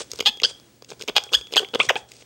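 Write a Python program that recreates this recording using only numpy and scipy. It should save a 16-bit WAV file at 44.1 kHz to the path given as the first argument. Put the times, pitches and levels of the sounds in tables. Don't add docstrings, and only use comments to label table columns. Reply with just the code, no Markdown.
import sys
import numpy as np
from scipy import signal
from scipy.fft import rfft, irfft, next_fast_len
from scipy.io import wavfile
from scipy.ndimage import uniform_filter1d, map_coordinates

SR = 44100
rng = np.random.default_rng(int(sys.argv[2]) if len(sys.argv) > 2 else 0)


def to_wav(sig):
    pcm = np.clip(np.atleast_2d(sig), -1, 1) * 32767
    pcm = np.round(pcm).astype(np.int16)
    wavfile.write(sys.argv[1], SR, pcm.T)


def makeup_ratio(level_db):
    decades = np.asarray(level_db, float) / 20
    return 10 ** decades


N = 99225
T = np.arange(N) / SR
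TOP_HZ = 16490


def unit(x):
    return x / np.sqrt(np.mean(x ** 2) + 1e-20)


def along(points, hz):
    f, v = np.transpose(points)
    return np.interp(np.log(hz + 1), np.log(f + 1), v)


def wobble(rate):
    knots = rng.standard_normal(int(N * rate / SR) + 4)
    return map_coordinates(knots, [T * rate])


def filtered(x, response):
    m = next_fast_len(N + SR // 2)
    return irfft(rfft(x, m) * response(np.fft.rfftfreq(m, 1 / SR)), m)[..., :N]


def noise(spectrum):
    return unit(filtered(rng.standard_normal(N), lambda hz: makeup_ratio(along(spectrum, hz))))


def resonance(f, centre, width, db):
    return makeup_ratio(db) * 1j * f * width / (centre ** 2 - f ** 2 + 1j * f * width)


def floor(monkey):
    # Hz, dB per Hz.
    hiss_colour = [(25, -16), (60, -2), (130, -8), (300, -7), (1100, -22.5), (8500, -20.5), (13500, -30),
                   (15000, -79)]
    # Hz, level in dB.
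    tones = [(120, -62.5), (15734, -56)]
    # Hz, dB per Hz.
    buffet_colour = [(60, 8.5), (200, 12), (400, -54.5)]
    hiss = makeup_ratio(-54.5 + 1.83 * wobble(10.22)) * noise(hiss_colour)
    lines = sum(makeup_ratio(db + 3.0 + wobble(15)) * np.sin(2 * np.pi * hz * T) for hz, db in tones)
    loudness = np.sqrt(np.abs(uniform_filter1d(monkey ** 2, size=1500)))
    buffet = makeup_ratio(-40.5 - 7 * wobble(23.0)) * loudness * noise(buffet_colour)
    return hiss + lines + buffet


def tract(drive):
    # centre in Hz, width in Hz, gain in dB.
    chest = [(453.4, 102, 11.66)]
    jaw = [(950, 1114, -3.5), (1617, 547, -2.5)]
    mouth = [(2054, 450, -9), (2614, 550, -1.5)]
    throat = [(3297, 525, 0.17)]
    nose = [(4970, 734, -5.5)]
    teeth = [(6510, 390, -9), (8720, 510, -23), (10930, 700, -36.5), (13400, 1700, -20)]
    skirt_hz = 7560
    out, k = 0, 0
    for x, group in zip(drive, (chest, jaw, mouth, throat, nose, teeth)):
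        soft_walls = group is not teeth

        def response(f):
            ring = sum((-1) ** (k + j) * resonance(f, *row) for j, row in enumerate(group))
            dulled = ring / (1 + 1j * f / skirt_hz * soft_walls) ** 2
            return dulled / (1 + (f / 14800) ** 20)

        out = out + filtered(x, response)
        k += len(group)
    return out


def puffs():
    # start in seconds, length in seconds, level in dB.
    breaths = [(0, 0.014, -31.5), (0.106, 0.078, -47), (0.444, 0.06, -40.5), (0.892, 0.03, -45.5),
               (1, 0.013, -44.5), (1.082, 0.0099, -52), (1.25, 0.024, -52), (1.368, 0.021, -43.5),
               (1.523, 0.0067, -41.5), (1.745, 0.0045, -43.5), (1.91, 0.009, -54), (1.325, 0.029, -39),
               (1.583, 0.013, -33.5), (1.795, 0.065, -37.5), (1.963, 0.027, -43.5), (2.088, 0.14, -50.5)]
    # Hz, dB per Hz.
    air_colour = [(880, -13.5), (1500, -11), (4310, 2), (8970, 2), (13800, -62.5), (14900, -11.5),
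                  (15500, -47)]
    rise_s, fall_s = 0.005, 0.013
    shape = 0
    for s, length, db in breaths:
        before, after = np.maximum(s - T, 0), np.maximum(T - s - length, 0)
        shape = shape + makeup_ratio(db) * np.exp(-before / rise_s - after / fall_s)
    bubbles = rng.random(size=(6, N)) < 300 / SR
    crackle = tract(makeup_ratio(23) * bubbles * rng.standard_normal(size=(6, N)))
    return shape * makeup_ratio(3.4 * wobble(200)) * (noise([(300, -50)] + air_colour) + crackle)


def room(x):
    # Hz, seconds to fall 60 dB.
    decay = [(300, 0.47), (1500, 0.31), (2900, 0.16), (3350, 0.39), (3900, 0.15), (6000, 0.35),
             (12000, 0.28)]
    # centre in Hz, width in Hz, gain in dB.
    mesh = (3350, 83, 1)
    hz, t, z = signal.stft(rng.standard_normal(SR // 2), SR, nperseg=256)
    fade = makeup_ratio(-60 * t / along(decay, hz)[:, None])
    tail = signal.istft(z * fade, SR, nperseg=256)[1]
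    x = filtered(x, lambda f: 1 + resonance(f, *mesh))
    late = np.pad(x, (round(0.0062 * SR), 0))
    return signal.fftconvolve(late, tail / np.linalg.norm(tail))[:N]


def clicks():
    # time in seconds, peak in dB, chest and nose in dB against the throat.
    early = [(.116, -24.5, -18, 31.5), (0.1338, -17, -5.5, 18), (0.189, -21.5, -5, 22.5),
             (.1935, -8.5, -9, -14.5), (0.206, -0.5, -9.5, 9), (0.2101, -7.5, -25, 10),
             (.400, -8.5, -31, 3.5), (.418, -21, -16, 20), (.422, -26, 7.5, -15), (0.8226, -31.5, 1, 22.5),
             (0.846, -24.5, -28, 13.5), (.9035, -23.5, -6, 18.5), (.9155, -19, -4.5, -1),
             (.920, -21.5, -5.5, -13), (.933, -32, 0.5, 1), (1.011, -20, -4, 17.5),
             (1.022, -15.5, -14, 21.5), (1.036, -36, 12, 27)]
    late = [(1.082, -7, -14, 10), (1.089, -8.5, -8, 8), (1.092, -9.5, -30, -3), (1.097, -9, -6, -30),
            (1.238, -23.5, -11, 27), (1.329, -13.5, -9, 16), (1.524, -13.5, -6, 13), (1.537, -6, -9, 10),
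            (1.55, -6.5, -23, -25), (1.559, -3.5, -11, 12), (1.562, -5, -7, -4), (1.739, -2, -9.5, -22),
            (1.748, -5.5, -3, 12), (1.752, -4.5, -7, -59), (1.756, -1.5, -4, -55), (1.795, -21.5, 7, -6),
            (1.799, -7.5, -8.5, 3), (1.864, -32, -15, 15), (1.956, -8, -7, 4), (2.118, -23.5, -40, 18.5)]
    further = [(.147, -36, 0, 11), (0.158, -34, -3, 31), (0.2031, -11, -24, 18.5), (0.225, -24.5, 0, 18),
               (0.372, -29, -5, 21), (.599, -37, -5, 20.5), (.909, -37, -21, 26), (.995, -27.5, -16, 15),
               (1.002, -33, 1, 2), (1.016, -21, -9, 12), (1.078, -17.5, -9, 17), (1.085, -4.5, -13, -4),
               (1.094, -11.5, -4, 11.5), (1.266, -43.5, 14.5, 15), (1.291, -21, -16, -9), (1.318, -32, 8, 5),
               (1.324, -24, 2, 14), (1.411, -27.5, -2, 20), (1.444, -34, -15, 6), (1.47, -26.5, -10, 15),
               (1.509, -27.5, -8, -8), (1.530, -19, -8, 16), (1.544, -15, -27, -7), (1.647, -11.5, -18, -8),
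               (1.687, -23.5, -13, 12.5), (1.735, -23, 2.5, -2), (2.166, -34.5, -25, 22),
               (2.223, -30, -5.5, -9)]
    group_db = (23.6, 20.8, 18.6, 18.4, 9.4, 10.5)
    snap_s, push_s, scatter_db = 0.0013, 0.00027, 1.5
    rows, t = np.array(early + late + further), np.arange(300) / SR
    drive = np.zeros((6, N + len(t)))
    luck = rng.standard_normal((len(rows), len(t) + 1))
    push = t * np.exp(-t / push_s)
    push = push / push.sum()
    for (s, db, chest_db, nose_db), u in zip(rows, luck):
        snap = np.exp(-t / snap_s) * u[1:]
        snap = snap / np.linalg.norm(snap)
        balance = [chest_db, chest_db, scatter_db * u[0], 0, nose_db, nose_db]
        gains = makeup_ratio(db + np.add(group_db, balance))
        start = round(s * SR)
        drive[:, start:start + len(t)] += gains[:, None] * [push, snap, snap, snap, snap, snap]
    return tract(drive[:, :N])


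def thumps():
    # start in seconds, peak in dB, pitch in Hz.
    bumps = [(.13, -44.5, 70), (.20, -44, 83), (.262, -42, 35), (0.29, -33, 231), (0.442, -50, 133),
             (0.921, -42.5, 160), (1.091, -37.5, 179), (1.358, -34, 56.5), (1.09, -45, 40),
             (1.875, -35.5, 124), (2.019, -46.5, 70)]
    out = 0
    for s, db, hz in bumps:
        cycles = np.maximum(T - s, 0) * hz
        out = out + makeup_ratio(db) * cycles * np.exp(1 - cycles / 0.85) * np.sin(2 * np.pi * cycles)
    return out


def calls():
    # time in seconds, pitch in Hz, level in dB, roughness 0-1.
    early = [
        ((-31.5, -14, -7.5, -5, -7.5), [(.252, 407, -35, 0.5), (.2565, 404.3, -17.5, 0.47), (.260, 404, -8.5, .15), (.271, 420, -6.5, 0.02), (.274, 836.5, -6, 0.12), (.281, 808, -11.5, 0.3), (.287, 898, -12, 0.1), (.298, 865, -21, 0.8)]),
        ((-10, -10, -7.5, 6, -29), [(.432, 1061, -25, 0.88), (.436, 1070, -10, 0.34), (.4385, 1282, -11.5, 0.08), (.442, 1460, -11, 0.32), (.446, 1453, -20.5, 0.1), (.448, 1649, -7.5, 0), (.4525, 1481, -12.5, 0.14), (.457, 1632, -14, 0.31), (.460, 1600, -30, 0.2)]),
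        ((-18.5, -8.5, -2.5, -2, -4.5), [(1.152, 710.5, -33, 0.08), (1.161, 751.2, -25, 0.88), (1.164, 777, -12.5, 0.46), (1.168, 778, -10, 0.68), (1.172, 858, -10, 0.08), (1.179, 839.5, -16.5, 0.29), (1.183, 778, -17.5, 0.8), (1.187, 800, -43, 0.1)]),
    ]
    middle = [
        ((-18, -10.5, -7.5, -3.5, -3.5), [(1.331, 1133, -38, 1), (1.335, 1224, -9.5, 0.82), (1.338, 1332, -15, 0.67), (1.343, 1482, -9.5, 0.34), (1.352, 1740, -6.5, 0.022), (1.356, 1671, -20, 0.079), (1.359, 1660, -18, 0.12)]),
        ((-22.5, -10.5, -9, -11, -4.5), [(1.565, 894, -27.5, 1), (1.568, 829, -13.5, 0.9), (1.571, 811, -8.5, 0.44), (1.576, 878, -15, 1), (1.578, 1493, -2, 0.059), (1.583, 1666, -13.5, 0.022), (1.592, 1492, -15.5, 0.098), (1.596, 1395, -11.5, 0.24)]),
    ]
    late = [
        ((22.5, -9, -17, -5, -12), [(1.596, 439, -65, 0.67), (1.604, 447, -64, 1), (1.613, 442, -62, 1), (1.621, 369, -68, 0.41), (1.632, 383, -49.5, .1), (1.641, 411, -71, .3), (1.655, 410, -80, .5)]),
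        ((-9, -4.5, 4.5, -42.5, -24), [(1.801, 950, -13.5, 0.97), (1.805, 1145, -11, 0.067), (1.812, 1210, -14, 0.012), (1.82, 1423, -25, 0.044), (1.829, 1530, -52, 0.044)]),
        ((5, 7, 8, -3.5, -3.5), [(1.887, 2357, -56, 0.023), (1.889, 1974, -10, 0.028), (1.893, 1933, -6.5, 0.013), (1.897, 1237, -20, 0.05), (1.903, 810.5, -19.5, 0.21), (1.909, 549, -22.5, 0.3), (1.921, 447, -82, 0.76)]),
        ((6, 3.5, 7.5, -38, -37), [(1.959, 718, -34, 0.12), (1.961, 757, -25, 0.28), (1.965, 838, -24.5, .05), (1.973, 935, -38.5, 0.036)]),
    ]
    jitter, scatter_db, alternate, voice_db = 0.12, 8.5, 0.26, 10.5
    drive, shake, hiss = np.zeros((6, N)), wobble(900), rng.standard_normal(N)
    k = np.arange(1, 45)[:, None]
    for (chest_db, jaw_db, mouth_db, nose_db, teeth_db), points in early + middle + late:
        s, hz, db, rough = np.transpose(points)
        i = np.arange(round(s[0] * SR), round(s[-1] * SR))
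        hz, db = np.interp(T[i], s, hz), np.interp(T[i], s, db)
        rough = np.interp(T[i], s, np.clip(rough, 0, 1))
        cycles = np.cumsum(hz * (1 + jitter * rough * shake[i])) / SR
        harmonics = np.cos(2 * np.pi * k * cycles) * (k * hz < TOP_HZ)
        pulses = np.sum(harmonics, axis=0) * np.sqrt(2 * hz / TOP_HZ)
        count = np.floor(cycles + .5).astype(int)
        uneven = makeup_ratio(scatter_db * rough * rng.standard_normal(size=200)[count])
        size = uneven * (1 + alternate * rough * (-1) ** count)
        gate = 1 + np.cos(2 * np.pi * cycles)
        voice = makeup_ratio(db + voice_db) * size * (pulses + rough * gate * hiss[i])
        drive[:, i] += voice * makeup_ratio([[chest_db], [jaw_db], [mouth_db], [0], [nose_db], [teeth_db]])
    return tract(drive)


def scene():
    monkey = calls() + clicks() + puffs()
    return (monkey + makeup_ratio(-17.5) * room(monkey) + thumps() + floor(monkey))[None]


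def low_pass(x):
    return signal.sosfilt(signal.butter(12, 16490, fs=SR, output="sos"), x)


def record(dry):
    mic_hz, limit, low_hz = 9300, 1.3, 70
    soft = filtered(dry, lambda hz: 1 / (1 + 1j * hz / mic_hz) ** 2)
    held = soft / (1 + np.abs(soft / limit) ** 4) ** (1 / 4)
    mix = filtered(held, lambda hz: (hz < TOP_HZ) * (1j * hz / (low_hz + 1j * hz)) ** 2)
    return low_pass(mix)


dry = scene()
out = record(dry)
to_wav(out)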